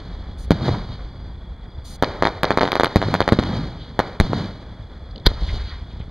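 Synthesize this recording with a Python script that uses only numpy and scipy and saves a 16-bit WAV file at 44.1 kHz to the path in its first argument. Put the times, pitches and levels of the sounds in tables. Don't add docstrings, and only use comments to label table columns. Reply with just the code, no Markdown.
import sys
import numpy as np
from scipy import signal
from scipy.fft import rfft, irfft
from scipy.io import wavfile

SR = 44100
rng = np.random.default_rng(int(sys.argv[2]) if len(sys.argv) > 2 else 0)


def wrap_up_sound(samples):
    columns = np.atleast_2d(samples).T
    tamed = np.clip(columns, -1, 1)
    steps = np.round(tamed * 32767).astype(np.int16)
    wavfile.write(sys.argv[1], SR, steps)


def gain_from_db(level_db):
    decades = np.asarray(level_db, float) / 20
    return 10 ** decades


N = 269010
T = np.arange(N) / SR
BLAST_MS = np.arange(int(.06 * SR)) * 1000 / SR

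# [f/Hz, pitch wander/Hz, level/dB, throbs/(1/s), throb depth from 0 to 1]
CRICKETS = [
    (3350, 29.5, -58.5, 32, 0.94),
    (3465, 28, -61, 29.8, 1),
    (4700, 84, -59, 35, .3),
    (4800, 84, -61, 41, .6),
    (4700, 74, -66, 40, .3),
]
# [start t/s, end t/s]
CRICKET_SPANS = [(0, 6.1), (0, 6.1), (.85, 1.34), (1.66, 1.87), (4.97, 5.13)]
# [t/s, level/dB]
FAR_DISPLAY = [(0, -30), (.15, -28), (.45, -32), (.85, -26), (1.05, -33.5), (1.75, -36.5), (2.1, -33),
               (2.45, -40), (2.7, -51), (3.15, -34), (3.38, -44), (3.55, -30.5), (3.8, -35), (4.3, -43),
               (4.5, -36), (4.95, -34.5), (5.7, -34.5), (6.1, -33)]
FAR_LAYERS_DB = (-0.05, -8.5, -13.5, -25.5)
FAR_LAYERS_FOLLOW = (0.94, 0.11, .25, 0.64)
# [f/Hz, level/dB]
RUMBLE = [(15, -2), (30, 4), (52, 11.5), (80, 5.5), (120, -3), (200, -54)]
BOOM = [(50, -54), (90, 10.5), (180, 7), (320, -2.5), (600, -48)]
BODY = [(200, -6), (400, -0.5), (800, -4), (1500, -10), (2400, -13.5), (3500, -49)]
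BRIGHT = [(1800, -25), (3000, -1), (4200, -1), (5000, -4), (5700, -12.5), (7000, -17.5), (9500, -30.5),
          (11500, -38), (15000, -54)]
# [t/s, level/dB, ridge lag/s, ridge width/s]
LARGE_ROLLS = [
    (-.45, 1, 0.25, .07),
    (0.508, 0.8, 0.18, 0.065),
    (2.9607, -0.2, 0.15, 0.064),
    (3.3221, -3.5, 0.16, 0.076),
    (3.3884, -0.5, 0.16, 0.054),
    (4.2006, -1.5, 0.18, 0.081),
]
# [t/s, level/dB, ridge lag/s, ridge width/s]
FAR_SHELL_ROLL = (5.285, 0.1, 0.23, 0.088)
# [rumble/dB, boom/dB, body/dB, bright/dB]
SALUTE_ANSWER = [(-58, -40.5, -31, -43), (-60, -50, -49.5, -56)]
LARGE_ANSWER = [(-46, -21.5, -32, -38.5), (-39, -24.5, -31, -37.5)]
FAR_SHELL_ANSWER = [(-21.5, -42, -35.5, -41), (-22.5, -40, -40.5, -39)]
# [start t/s, length/s, level/dB]
SWISHES = [
    (0.369, .1, -49),
    (1.836, 0.14, -43.5),
]
# [f/Hz, level/dB]
SWISH_COLOUR = [(500, -26), (1500, -9), (4500, 6.5), (7000, 4.5), (9500, 1.5), (13000, -17), (15000, -20)]
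# [t/s, level/dB, fall/ms, f/Hz]
SPLUTTERS = [(.745, -26, 12, 510), (.93, -43.5, 37, 3600), (3.82, -43.5, 57, 3500), (4.125, -46, 5, 1310),
             (5.174, -37, 28, 198), (5.111, -45, 4, 4100), (5.16, -30, 1.5, 3600), (5.180, -35, 1.7, 3650),
             (5.199, -41, 2.2, 3900), (5.2648, -8.5, 3.9, 3980), (5.266, -14, 5.6, 1150),
             (5.2705, -16.5, 1.9, 3900), (5.495, -31.5, 13, 2300), (5.34, -44, 40, 4000),
             (5.38, -42, 43, 1250), (5.72, -41.5, 62, 1500), (5.6, -42, 46, 1700), (5.69, -40, 61, 3800),
             (5.915, -47, 18, 2900), (6.01, -44.5, 15, 2650)]
# [t/s, push level/dB, push/ms, rebound level/dB]
SLAPS = [(.630, -13, 2.9, -16), (0.6824, -8, 0.8, -11), (0.6906, -8, 0.9, -13), (0.71, -19, 3.8, -12.5),
         (2.2518, -8, 0.58, -13), (2.2702, -9, 0.36, -9), (2.8455, 5.5, 0.18, -13),
         (3.0848, -12, 1.34, -11), (3.2902, -0.5, 0.22, -17), (3.3312, -10, 1.1, -29),
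         (3.4282, -22, 0.17, -14), (3.4369, -8.5, 0.17, -26), (3.9996, -13, 0.93, -31),
         (4.216, -13, 25, -28), (4.3325, -3.5, 0.67, -12), (5.2584, -10, 14.54, -3.5), (5.268, 0, 1.5, -14),
         (5.316, -26, 0.5, -19), (5.42, -15.5, 5.3, -16), (5.536, -44, 8.2, -15.5), (6.0, -25.5, 3.6, -22)]
# [t/s, push level/dB, push/ms, rebound level/dB, ground echo lag/ms]
SALUTES = [(2.0247, -4.5, 0.55, 10.5, 10.6), (2.2239, 0, 0.48, 2, 10.6), (2.253, -0.5, 0.31, -4.5, 10.8),
           (2.2712, -4, 0.4, -8.5, 10.5), (2.433, 8, 0.18, -0.5, 10.9), (2.506, -2, 0.41, 1.5, 10.3),
           (2.5741, -3, 0.42, 2, 11.4), (2.6094, -8, 0.33, -5, 11.2), (2.614, -6, 0.32, -1.5, 9.8),
           (2.6318, -2.5, 0.85, -4, 9.9), (2.6535, -7.5, 0.26, -10, 9.8), (2.6766, -6.5, 0.49, -16, 10.2),
           (2.7191, 0, 0.18, -12, 11), (2.7547, -1.5, 0.3, -5.5, 11.3), (2.7979, 4, 0.46, -1, 10.8),
           (2.8342, 1, 0.41, 0.5, 10.4), (2.858, -3.5, 0.2, -22, 10.4), (3.0168, -8, 0.24, -9, 9.6),
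           (3.0267, -7.5, 0.4, -11, 10.5), (3.141, 2, 0.38, -3.5, 10.4), (3.2049, 1, 0.43, -3, 11.1),
           (3.2781, -1, 0.29, -3.5, 10.4), (3.9916, -3, 0.48, 4.5, 9.6)]
# [t/s, push level/dB, push/ms, rebound/ms, ground echo lag/ms]
LARGE_SHELLS = [
    (0.507, 8.5, 1.16, 2.96, 10.6),
    (2.9589, 11.5, 0.72, 3.2, 9.2),
    (3.322, 2, 1.43, 2.8, 9.15),
    (3.3882, -4, 1.4, 2.7, 8.6),
    (4.2007, 6, 0.17, 4, 9.15),
]
# [f/Hz, outer width/Hz, inner width/Hz]
NOTCHES = [(2703, 790, 126), (5448, 1130, 75), (7870, 2900, 100), (10840, 1320, 280)]


def unit(x):
    return x / np.sqrt(np.mean(x ** 2) + 1e-20)


def coloured(white, points):
    hz, db = np.transpose(points + [(2 * points[-1][0], -100)])
    f = np.arange(N // 2 + 1) * SR / N + 1
    gain = gain_from_db(np.interp(np.log(f), np.log(hz), db))
    return unit(irfft(rfft(white) * gain, N))


def flicker(rate, db):
    r = np.exp(-2 * np.pi * rate / SR)
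    slow = signal.lfilter([1], [1, -2 * r, r * r], rng.standard_normal(N + SR))[SR:]
    return gain_from_db(db * unit(slow))


def add(out, s, piece):
    i = int(round(s * SR))
    out[i:i + len(piece)] += piece[:N - i]


def buzz():
    ticks_per_s, level_db = 65, -68
    ticks = np.diff(np.floor((T + 0.004) * ticks_per_s), prepend=0)
    band = signal.butter(2, [6000, 9500], "band", fs=SR, output="sos")
    return gain_from_db(level_db) * 10 * signal.sosfilt(band, ticks)


def crickets():
    out = np.zeros(N)
    for (hz, wander_hz, db, throbs, depth), (start_s, end_s) in zip(CRICKETS, CRICKET_SPANS):
        throb_phase = 2 * np.pi * np.cumsum(throbs * flicker(3, .15)) / SR
        throb = 1 + np.clip(depth, 0, 1) * np.sin(throb_phase)
        pitch = hz + wander_hz * np.log(flicker(44.5, 8.0))
        tone = np.sin(2 * np.pi * np.cumsum(pitch) / SR)
        on = np.clip(np.minimum(T - start_s, end_s - T) / 0.022, 0, 1)
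        out += gain_from_db(db) * tone * throb * on * flicker(18, 1.4)
    return out


def landscape(t):
    near_fade_s, valley_fade_s, valley_db = 0.049, .13, -5.5
    salute_ridge_s, salute_ridge_width_s = 0.083, 0.073
    salute_roll_share = 0.7
    far_db = np.interp(t, *np.transpose(FAR_DISPLAY))
    swing = np.outer(FAR_LAYERS_FOLLOW, far_db - far_db.mean())
    power = gain_from_db(far_db.mean() + np.array(FAR_LAYERS_DB)[:, None] + swing) ** 2

    bursts = []
    for s, push_db, _, rebound_db, _ in SALUTES:
        roll_db = salute_roll_share * max(push_db, rebound_db)
        bursts.append((s, roll_db, salute_ridge_s, salute_ridge_width_s, SALUTE_ANSWER))
    bursts += [(*row, LARGE_ANSWER) for row in LARGE_ROLLS]
    bursts.append((*FAR_SHELL_ROLL, FAR_SHELL_ANSWER))
    for s, db, lag_s, width_s, answer in bursts:
        since = np.maximum(t - s, 0)
        near = np.exp(-since / near_fade_s)
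        valley = gain_from_db(valley_db) ** 2 * np.exp(-np.abs(since - lag_s) / valley_fade_s)
        ridge = np.exp(-((since - lag_s) / width_s) ** 2) + valley
        power += (t > s) * (gain_from_db(db + np.array(answer).T) ** 2 @ [near, ridge])
    return power


def roll():
    coarse = np.arange(0, N + 64, 64) / SR
    together = flicker(14.8, 1.05)
    colours = (RUMBLE, BOOM, BODY, BRIGHT)
    flicker_db = (2.1, 3.06, 1.02, 1.36)
    diffuse_db = (-49.5, -40.5, -38.5, -16)
    mid, side = np.zeros((2, N))
    for power, colour, own_db, wide_db in zip(landscape(coarse), colours, flicker_db, diffuse_db):
        lumps = together * flicker(64, own_db)
        gain = np.interp(T, coarse, np.sqrt(power))
        mid += gain * coloured(lumps * rng.standard_normal(N), colour)
        side += gain * gain_from_db(wide_db) * coloured(lumps * rng.standard_normal(N), colour)
    return np.array([mid, side])


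def swishes():
    edge_s = 0.019
    hiss = np.array([coloured(rng.standard_normal(N), SWISH_COLOUR) for part in range(2)])
    gain = np.zeros(N)
    for s, length, db in SWISHES:
        to_edge_s = np.minimum(T - s, s + length - T)
        gain += gain_from_db(db) * np.clip(to_edge_s / edge_s, 0, 1) ** 2
    return gain * hiss * gain_from_db(np.array([[0], [-9]]))


def splutters():
    rise_share, spread_hz, widest_ratio = 0.72, 970, 2.6
    out = np.zeros(N)
    white = rng.standard_normal(N)
    for s, db, fall_ms, hz in SPLUTTERS:
        part = slice(int((s - .12) * SR), int((s + .12) * SR))
        ms = (T[part] - s) * 1000
        shape = np.exp(np.where(ms < 0, ms / rise_share, -ms) / fall_ms)
        ratio = min(1 + spread_hz / hz, widest_ratio)
        low_hz, high_hz = hz / ratio, hz * ratio
        band = signal.butter(3, [low_hz, high_hz], "band", fs=SR, output="sos")
        lift = np.sqrt(SR / 2 / (high_hz - low_hz))
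        out[part] += gain_from_db(db) * signal.sosfilt(band, shape * white[part]) * lift
    return out


def lobe(u, bend):
    return np.abs(np.sin(np.pi * np.clip(u, 0, 1) ** bend))


def blast(push_db, push_ms, rebound_db, rebound_ms, skew=0.72, flat=1):
    push = gain_from_db(push_db) * lobe(BLAST_MS / push_ms, skew)
    rebound_time = (BLAST_MS - 0.882 * push_ms) / (1.104 * rebound_ms)
    rebound = gain_from_db(rebound_db) * lobe(rebound_time, 0.53) ** flat
    return rebound - push


def fading_after(start_ms):
    return (BLAST_MS > start_ms) * np.exp(-np.maximum(BLAST_MS - start_ms, 0) / 5.75)


def shells():
    out = np.zeros(N)
    scatter = coloured(rng.standard_normal(N), [(150, -15), (500, 3.0), (1100, 2), (2200, -3.5), (4500, -8),
                                                (6000, -22.5), (15000, -37)])
    rasp = coloured(rng.standard_normal(N), [(800, 7), (1600, 5), (4500, 7.0), (7000, -29.0), (12000, -18)])
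    bursts = []
    for s, push_db, push_ms, rebound_db, lag_ms in SALUTES:
        bursts.append((s, push_db, push_ms, rebound_db, 0.84, lag_ms))
    for s, push_db, push_ms, rebound_ms, lag_ms in LARGE_SHELLS:
        bursts.append((s, push_db, push_ms, min(-0.5, push_db + 1.5), rebound_ms, lag_ms))

    for s, push_db, push_ms, rebound_db, rebound_ms, lag_ms in bursts:
        add(out, s, blast(push_db, push_ms, rebound_db, rebound_ms, flat=1 / (1 + 0.12 * rebound_ms)))
        echo_db = min(max(push_db, rebound_db), 4) - 3.0 - 0.66 * rebound_ms
        echo_ms = max(push_ms, 0.57 * rebound_ms)
        echo_skew = max(.85 - 0.35 * echo_ms, .25)
        echo = blast(echo_db, echo_ms, echo_db - 6.0 - 7.7 * echo_ms, 2.67 * echo_ms, skew=echo_skew)
        echo_s = s + lag_ms / 1000
        add(out, echo_s, echo)
        add(out, echo_s + 0.0075, gain_from_db(-13.0 - 5.6 * echo_ms) * echo)

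        here = slice(int(s * SR), int(s * SR) + len(BLAST_MS))
        scatter_shape = fading_after(push_ms) + 0.42 * fading_after(lag_ms)
        add(out, s, gain_from_db(echo_db - 17.0) * scatter_shape * scatter[here])
        third_bounce = np.exp(-((BLAST_MS - lag_ms - 9.2) / 0.25) ** 2)
        add(out, s, gain_from_db(echo_db - 11.0 - 5.3 * echo_ms) * third_bounce * rasp[here])
        ragged_front = np.exp(-((BLAST_MS - push_ms) / 0.99) ** 2)
        add(out, s, gain_from_db(echo_db - 10.5) * ragged_front * rasp[here])

    for s, push_db, push_ms, rebound_db in SLAPS:
        rebound_ms = 1.88 * push_ms ** 0.646
        add(out, s, blast(push_db, push_ms, rebound_db, rebound_ms))
    return signal.sosfilt(signal.butter(3, 6800, fs=SR, output="sos"), out)


def scene():
    port_lag_s = 2.2e-5
    mid, side = roll() + swishes()
    mid = mid + crickets() + splutters() + shells()
    f = np.arange(N // 2 + 1) * SR / N
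    lag = -1j * np.tan(np.clip(np.pi * f * port_lag_s, 0, 1.2))
    lag = lag * f / (f + 900)
    side = side + irfft(rfft(mid) * lag, N)
    return np.array([mid + side, mid - side])


def resonate(x, hz, width_hz):
    r = np.exp(-np.pi * width_hz / SR)
    ring = [1, -2 * r * np.cos(2 * np.pi * hz / SR), r * r]
    return signal.lfilter([(1 - r * r) / 2, 0, (r * r - 1) / 2], ring, x)


def notch(x, hz, outer_hz, inner_hz):
    c = np.cos(2 * np.pi * hz / SR)
    ro, ri = np.exp(-np.pi * outer_hz / SR), np.exp(-np.pi * inner_hz / SR)
    dip, spread = [1, -2 * ri * c, ri * ri], [1, -2 * ro * c, ro * ro]
    return signal.lfilter(dip, spread, x) * sum(spread) / sum(dip)


def band_limit(x):
    return signal.sosfilt(signal.butter(12, 16540, fs=SR, output="sos"), x)


def record(dry):
    x = dry + 0.14 * resonate(dry, 4140, 1100)
    top = 0.89
    x = x / (1 + np.abs(x / top) ** 16) ** (1 / 16)
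    x = x + 0.66 * resonate(x, 14000, 2000)
    for hz, outer_hz, inner_hz in NOTCHES:
        x = notch(x, hz, outer_hz, inner_hz)
    x = signal.sosfilt(signal.butter(1, 12, "high", fs=SR, output="sos"), x)
    x = x + gain_from_db(-82) * rng.standard_normal(x.shape) + buzz()
    x = signal.sosfilt(signal.cheby2(12, 50, 16600, fs=SR, output="sos"), x)
    return band_limit(x)


dry = scene()
out = record(dry)
wrap_up_sound(out)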